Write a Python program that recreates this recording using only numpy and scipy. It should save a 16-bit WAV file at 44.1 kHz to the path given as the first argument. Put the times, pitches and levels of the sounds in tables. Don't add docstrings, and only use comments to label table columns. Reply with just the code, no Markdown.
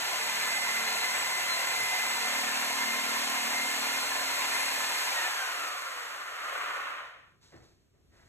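import sys
import numpy as np
from scipy import signal
from scipy.fft import rfft, irfft, next_fast_len
from scipy.io import wavfile
from scipy.ndimage import uniform_filter1d, map_coordinates

SR = 44100
rng = np.random.default_rng(int(sys.argv[2]) if len(sys.argv) > 2 else 0)


def transcribe(u):
    v = np.clip(np.atleast_2d(u).T, -1, 1)
    q = np.round(v * 32767).astype(np.int16)
    wavfile.write(sys.argv[1], SR, q)


N = 365148

# frequency_hz, phase_rad
MIC_PHASE = [(60, .5), (200, 1.4), (400, 1.25), (1200, 1.15), (2200, 1.55), (3300, 2.05), (4200, 2.05),
             (4900, 3.0), (6500, 5.9), (7600, 6.5), (9200, 9.2), (10200, 9.6), (11700, 12.2), (13200, 12.9),
             (14400, 15.6)]
# frequency_hz, gain_db
ROOM_COLOUR = [(25, -15), (60, -0.5), (110, -1), (200, -9), (400, -11.5), (800, -25), (2000, -27),
               (4000, -28), (9000, -32), (15000, -41)]
# time_s, level_db
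ROOM_LEVEL = [(0, -68), (5.1, -72.5), (5.7, -80), (6.8, -75.5), (7.4, -66), (7.87, -69), (8.28, -64)]
# start_s, decay_s, thud_db, rub_db, scuff_db
FOOTSTEPS = [(1.78, 0.066, -56, -80, -83.5), (7.405, 0.13, -73, -74, -61.5),
             (7.517, 0.041, -58, -56.5, -78), (7.54, 0.078, -60, -72, -74), (7.62, 0.065, -69, -77, -68.5),
             (7.935, 0.064, -68, -78, -90), (8.1, 0.33, -72, -63, -69.5)]
# frequency_hz, gain_db
THUD_COLOUR = [(40, -11), (125, 3.5), (200, -6.5), (330, -4), (480, -5), (1000, -13), (2000, -24),
               (3200, -39), (8000, -49)]
RUB_COLOUR = [(150, -21), (330, -8), (550, 1.5), (900, -8), (1900, 0), (3000, -17), (8000, -40)]
SCUFF_COLOUR = [(200, -18), (900, 2), (1800, 2), (3000, 0.5), (4300, 5), (8000, -2.5), (11000, -12),
                (15000, -26)]
# pitch_hz, t60_s, gain_db
HEEL_RING = [(122, .3, -1), (165, .2, -3), (327, 0.18, 7), (584, .2, -8), (730, .16, -4), (910, .16, -10)]
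# time_s, speed_hz
DRIVEN_SPEED = [(0, 339), (.55, 343.3), (1.2, 342), (2.15, 342.1), (2.65, 348), (3.2, 351), (3.75, 349.2),
                (4.3, 344.5), (4.9, 346.2)]
# time_s, pitch_hz
FIGURE_PITCH = [(0, 216), (2, 224), (2.4, 245), (2.9, 247), (3.5, 249), (4.1, 259), (4.8, 251)]
# time_s, level_db
BUZZ_LEVEL = [(0, -60), (.1, -66), (.35, -57), (.94, -56.5), (1.7, -60), (1.92, -65.5), (2.15, -56),
              (2.44, -48.5), (2.85, -49.5), (3.86, -48), (4.05, -57), (4.82, -54.5), (4.95, -61)]
# stroke_multiple, level_db
THRUM_PARTIALS = [(2, -72.5), (3, -76.5), (4, -73.5), (10, -64.5), (12, -63)]
# rotor_multiple, level_db
FAN_PARTIALS = [(3, -50), (18, -69), (23, -57), (24, -57.5), (30, -55), (36, -73)]
# time_s, level_db
OCTAVE_LEVEL = [(0, -53), (.43, -49), (.65, -57), (.87, -46), (1.15, -45), (1.38, -59), (1.55, -43),
                (1.75, -47), (2, -68), (2.18, -44), (2.45, -65), (2.65, -46), (2.85, -57), (3.62, -55),
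                (4.2, -46), (4.6, -49), (4.75, -55)]
# time_s, level_db, left_minus_right_db
WHINE_LEVEL_PAN = [(0, -44.5, 0), (.18, -46.5, 2), (.35, -43, -1), (.48, -39, 0.5), (.62, -35.5, -14.5),
                   (.85, -40, 2), (1.13, -40.5, 2), (1.3, -37.5, -2), (1.5, -40.5, 3), (1.65, -40, 1),
                   (1.97, -35.5, -2), (2.13, -41, 4), (2.28, -38, -5), (2.4, -46, -2), (2.53, -52, -4),
                   (2.68, -43, -7), (2.9, -39, 4), (3.05, -43.5, 4), (3.17, -42, -6), (3.33, -45, 5),
                   (3.65, -37, -1), (3.8, -47, 2), (3.93, -38, -11), (4.08, -52, 0), (4.2, -47, 1),
                   (4.37, -43, -1), (4.48, -48, -2), (4.56, -35.5, 2), (4.68, -44, 1), (5.05, -43.5, -3)]
# rotor_multiple, level_db
COAST_PARTIALS = [(3, -52), (6, -44), (12, -48), (18, -57), (23, -55)]
# centre_hz, width_hz, gain_db
COAST_RESONANCES = [(1880, 130, 10), (1745, 70, 7.5), (1640, 70, -3), (1540, 80, 5.5), (1370, 90, 3),
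                    (1225, 110, 8), (1110, 70, -3), (1000, 80, 4)]
# time_s, slip_turns
ROTOR_SLIP = [(2.1, .009), (2.4, .016)]
# frequency_hz, gain_db
LOADED_COLOUR = [(100, -27.5), (320, -8), (400, -11), (600, -1.5), (1250, -2.5), (2200, 1.5), (3300, -4.5),
                 (4400, -4.5), (5500, -9), (8300, -9.5), (9500, -13), (11500, -14), (15000, -26)]
SLACK_COLOUR = [(100, -13), (220, -35), (300, -20.5), (550, -5.5), (880, -6), (1150, -1), (1450, 0),
                (2000, -2), (3000, -6), (4500, -17), (8000, -17.5), (11000, -7), (15000, -37)]
# centre_hz, width_hz, gain_db
LOADED_RESONANCES = [(452, 20, 4.5), (742, 45, 5.5), (820, 20, 4), (905, 20, 3), (960, 45, 5.5),
                     (1044, 45, 7), (1385, 70, 4.5), (1559, 20, 3.5), (1603, 18, 3), (1750, 34, 7),
                     (1832, 30, 4.5), (2477, 70, 4), (2770, 70, 3.5)]
SLACK_RESONANCES = [(292, 40, 8), (450, 20, 4), (570, 30, 3), (731, 41, 3), (1040, 60, 6.5),
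                    (1165, 45, 4.5), (1262, 55, 6.5), (1380, 40, 6), (1461, 30, 5), (1555, 20, 3),
                    (1604, 20, 3), (1840, 80, 5), (2040, 40, 3), (2468, 30, 3.5)]

TURNS_PER_STROKE, WHINE_MULTIPLE, FULL_SPEED_HZ = 9.08, 6, 345
STOP_S, FRICTION_HZ_PER_S, DRAG_HZ = 7.48, 96.6, 244
LOADED_DB, SLACK_DB, HISS_DB = -33.5, -35, -35
CHATTER_DB_PER_OCTAVE, HISS_DB_PER_OCTAVE, COAST_DB_PER_OCTAVE = 3, 10.5, 4
SHUDDER_HZ, SHUDDER_SPREAD_HZ, SHUDDER_DB = 74, 35, 8
STALL_HZ = 37


def undb(db):
    return 10 ** (np.asarray(db) / 20)


def unit(x):
    return x / np.sqrt(np.mean(x ** 2))


def curves(table):
    times, *columns = np.transpose(table)
    return [np.interp(np.arange(N) / SR, times, column) for column in columns]


def wander(rate_hz):
    hold = int(SR / rate_hz)
    levels = np.repeat(rng.standard_normal(N // hold + 1), hold)
    return unit(uniform_filter1d(uniform_filter1d(levels, hold), hold)[:N])


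def resonance_db(hz, modes):
    return sum(db / (1 + (2 * (hz - centre) / width) ** 2) for centre, width, db in modes)


def colour(x, points, modes=(), low_hz=None, high_hz=None):
    f = np.fft.rfftfreq(N, 1 / SR) + 1
    hz, db = np.transpose(points)
    gain = undb(np.interp(np.log(f), np.log(hz), db) + resonance_db(f, modes))
    if low_hz:
        gain /= np.sqrt(1 + (low_hz / f) ** 6)
    if high_hz:
        gain /= np.sqrt(1 + (f / high_hz) ** 6)
    return unit(irfft(rfft(x) * gain, N))


def partials(turns, orders, flutter_db, flutter_hz):
    return np.sqrt(2) * sum(
        undb(db + flutter_db * wander(flutter_hz)) * np.sin(2 * np.pi * round(k) * turns)
        for k, db in orders)


def studio(x, wet_db, t60_s=.4):
    t = np.arange(int(.6 * SR)) / SR
    tails = rng.standard_normal((2, len(t))) * np.exp(-np.log(1000) * t / t60_s) * (t > .003)
    tails /= np.sqrt(np.sum(tails ** 2, axis=1, keepdims=True))
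    reverb = signal.fftconvolve(np.atleast_2d(x), tails, axes=1)[:, :N]
    wet = undb(wet_db)
    return (x + wet * reverb) / np.sqrt(1 + wet ** 2)


def microphones(mid_side):
    size = next_fast_len(N + SR)
    phase = np.interp(np.fft.rfftfreq(size, 1 / SR), *np.transpose(MIC_PHASE))
    mid = irfft(rfft(mid_side[0], size) * np.cos(phase / 2), size)[:N]
    side = irfft(rfft(mid_side[1], size) * 1j * np.sin(phase / 2), size)[:N]
    return np.array([mid + side, mid - side])


def room_tone():
    level_db, = curves(ROOM_LEVEL)
    rumble = np.array([colour(rng.standard_normal(N), ROOM_COLOUR) for _ in range(2)])
    return rumble * undb(level_db + .66 * wander(16))


def shoes():
    t, steps = np.arange(N) / SR, 0
    thud = colour(rng.standard_normal(N), THUD_COLOUR)
    rub = colour(rng.standard_normal(N) * undb(2.5 * wander(150)), RUB_COLOUR)
    scuff = colour(rng.standard_normal(N) * undb(1.9 * wander(900)), SCUFF_COLOUR)
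    for start_s, decay_s, thud_db, rub_db, scuff_db in FOOTSTEPS:
        rise_s = .22 * decay_s
        press = np.clip((t - start_s) / rise_s, 0, 1)
        release = np.exp(-np.maximum(t - start_s - rise_s, 0) / decay_s)
        steps += press * release * (undb(thud_db) * thud + undb(rub_db) * rub + undb(scuff_db) * scuff)
    return steps


def heel(start_s=7.538, rise_s=.005, gain_db=-53.5):
    t = np.maximum(np.arange(N) / SR - start_s, 0)
    ring = sum(undb(db) * np.exp(-np.log(1000) * t / t60_s) * np.sin(2 * np.pi * hz * t)
               for hz, t60_s, db in HEEL_RING)
    return undb(gain_db) * ring * (1 - np.exp(-t / rise_s))


def rotor_speed():
    driven, = curves(DRIVEN_SPEED)
    left_s = np.maximum(STOP_S - np.arange(N) / SR, 0)
    coasting = DRAG_HZ * np.tan(np.minimum(left_s * FRICTION_HZ_PER_S / DRAG_HZ, 1))
    return np.minimum(driven, coasting)


def octaves_lost(hz):
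    return np.log2(FULL_SPEED_HZ / np.maximum(hz, 1))


def powered(hz):
    return np.clip((hz - 318) / 20, 0, 1)


def unsteady(turns):
    slip, = curves(ROTOR_SLIP)
    return turns + slip * (wander(35) + .8 * wander(150))


def clay_figure(hz, turns, through_s=4.88, freeing_s=.2):
    buzz_db, = curves(BUZZ_LEVEL)
    ring_hz, = curves(FIGURE_PITCH)
    strokes, stroke_hz = turns / TURNS_PER_STROKE, hz / TURNS_PER_STROKE
    harmonics = [(k, -20 * np.log10(1 + ((k * stroke_hz - ring_hz) / 21) ** 2)) for k in range(5, 10)]
    buzz = partials(strokes + .0098 * wander(40), harmonics, flutter_db=2, flutter_hz=16)
    buzz /= np.sqrt(sum(undb(2 * db) for _, db in harmonics))
    thrum = partials(strokes, THRUM_PARTIALS, flutter_db=1.5, flutter_hz=3.88)
    contact = np.clip(1 - (np.arange(N) / SR - through_s) / freeing_s, 0, 1)
    return contact * (thrum + buzz * undb(buzz_db))


def motor_overtones(hz, turns):
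    octave_db, = curves(OCTAVE_LEVEL)
    octave = partials(unsteady(turns), [(2 * WHINE_MULTIPLE, 0)], flutter_db=3.2, flutter_hz=30)
    wobbling = turns + .004 * wander(30) + .002 * wander(150)
    fan = partials(wobbling, FAN_PARTIALS, flutter_db=5, flutter_hz=14)
    return powered(hz) * (undb(octave_db) * octave + fan)


def motor_run_down(hz, turns):
    wobbling = turns + .011 * wander(300) + .016 * wander(120) + .026 * wander(35)
    orders = [(k, db + resonance_db(round(k) * hz, COAST_RESONANCES)) for k, db in COAST_PARTIALS]
    tones = partials(wobbling, orders, flutter_db=2.6, flutter_hz=90)
    coasting = np.sqrt(1 - powered(hz) ** 2)
    fade = hz ** 8 / (hz ** 8 + 158 ** 8)
    return coasting * fade * undb(-COAST_DB_PER_OCTAVE * octaves_lost(hz)) * tones


def drive_knocks(turns, per_stroke=40, memory=.75):
    strokes = turns / TURNS_PER_STROKE
    points = (np.arange(per_stroke) + rng.random(per_stroke)) / per_stroke
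    when = np.arange(int(strokes[-1]))[:, None] + points
    strength = signal.lfilter([1], [1, -memory], rng.standard_normal(when.shape), axis=0)
    at = np.interp(when.ravel(), strokes, np.arange(N)).astype(int)
    return unit(np.bincount(at, np.tanh(strength).ravel(), N))


def impacts(turns, grain_db, stroke_depth, shared):
    phase = 2 * np.pi * turns / TURNS_PER_STROKE
    bunching = 1 + stroke_depth * (np.cos(phase) + np.cos(2 * phase))
    grains = np.sqrt(shared) * rng.standard_normal(N) + np.sqrt(1 - shared) * rng.standard_normal((2, N))
    return grains * undb(grain_db * rng.standard_normal(N)) * bunching


def steel_pings(per_s, low_hz, high_hz, t60_s, spread_db=8):
    t = np.arange(int(t60_s * SR)) / SR
    decay = np.exp(-np.log(1000) * t / t60_s)
    pings = np.zeros((2, N + len(t)))
    for when, pitch, strength, side in rng.random((int(per_s * N / SR), 4)):
        at, angle = int(when * N), 2 * np.pi * side
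        hz = low_hz + pitch * (high_hz - low_hz)
        ring = undb(spread_db * strength) * decay * np.sin(2 * np.pi * hz * t)
        pings[:, at:at + len(t)] += np.outer([np.cos(angle), np.sin(angle)], ring)
    return pings[:, :N]


def grip_drift(x, shift_s=.0005, rate_hz=5):
    at = np.arange(N) + shift_s * SR * wander(rate_hz)
    return np.array([map_coordinates(channel, [at], mode="mirror") for channel in x])


def slack_rattle(turns, knocks, shudder):
    contacts = unit(impacts(turns, grain_db=3, stroke_depth=.031, shared=.31)) + knocks
    housing = colour(contacts, SLACK_COLOUR, SLACK_RESONANCES, low_hz=192, high_hz=4600)
    blade = steel_pings(per_s=260, low_hz=1050, high_hz=1480, t60_s=.08)
    return housing + shudder * undb(-7.5) * colour(blade, SLACK_COLOUR, SLACK_RESONANCES)


def cutting_chatter(turns, knocks):
    contacts = unit(impacts(turns, grain_db=2.5, stroke_depth=.038, shared=.3)) + knocks
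    housing = colour(contacts, LOADED_COLOUR, LOADED_RESONANCES, low_hz=230, high_hz=3800)
    teeth = steel_pings(per_s=700, low_hz=650, high_hz=3600, t60_s=.05)
    return unit(housing + undb(-3.5) * colour(teeth, LOADED_COLOUR, LOADED_RESONANCES))


def gears_and_blade(hz, turns):
    knocks = undb(-2.5) * drive_knocks(turns)
    load = np.clip((hz - 190) / 140, 0, 1)
    shudder = np.exp(-((hz - SHUDDER_HZ) / SHUDDER_SPREAD_HZ) ** 4)
    cutting = undb(LOADED_DB) * np.sqrt(load) * cutting_chatter(turns, knocks)
    rattle = undb(SLACK_DB) * np.sqrt(1 - load) * slack_rattle(turns, knocks, shudder)
    chatter = grip_drift(cutting + rattle)
    catch_db = .9 * wander(170)
    chatter *= undb(catch_db - CHATTER_DB_PER_OCTAVE * octaves_lost(hz))
    hiss = colour(impacts(turns, grain_db=3, stroke_depth=.043, shared=.4), LOADED_COLOUR, low_hz=3700)
    hiss *= undb(HISS_DB - HISS_DB_PER_OCTAVE * octaves_lost(hz))
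    striking = hz ** 2 / np.hypot(hz ** 2, STALL_HZ ** 2)
    hiss *= striking
    bite_db = .28 * wander(14)
    return striking * undb(SHUDDER_DB * shudder + bite_db) * (chatter + hiss)


def motor_whine(hz, turns, throb_depth=.2):
    level_db, _ = curves(WHINE_LEVEL_PAN)
    throb = 1 + throb_depth * np.sin(2 * np.pi * turns / TURNS_PER_STROKE + wander(13))
    tone = partials(unsteady(turns), [(WHINE_MULTIPLE, 1)], flutter_db=2.4, flutter_hz=60)
    return powered(hz) * throb * undb(level_db) * tone


def scene():
    hz = rotor_speed()
    turns = np.cumsum(hz) / SR
    chatter = studio(gears_and_blade(hz, turns), wet_db=-10)
    tones = studio(motor_overtones(hz, turns) + clay_figure(hz, turns), wet_db=-20)
    run_down = studio(motor_run_down(hz, turns), wet_db=-7)
    steps = studio(shoes() + heel(), wet_db=-7)
    whine = studio(motor_whine(hz, turns), wet_db=-18)
    _, pan_db = curves(WHINE_LEVEL_PAN)
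    pan = undb(np.array([pan_db, -pan_db]) / 2)
    pan /= np.sqrt(np.mean(pan ** 2, axis=0))
    return microphones(room_tone() + steps + tones + run_down + chatter) + pan * microphones(whine)


def record(dry):
    return signal.sosfilt(signal.ellip(8, .2, 80, 14500, fs=SR, output="sos"), dry)


dry = scene()
out = record(dry)
transcribe(out)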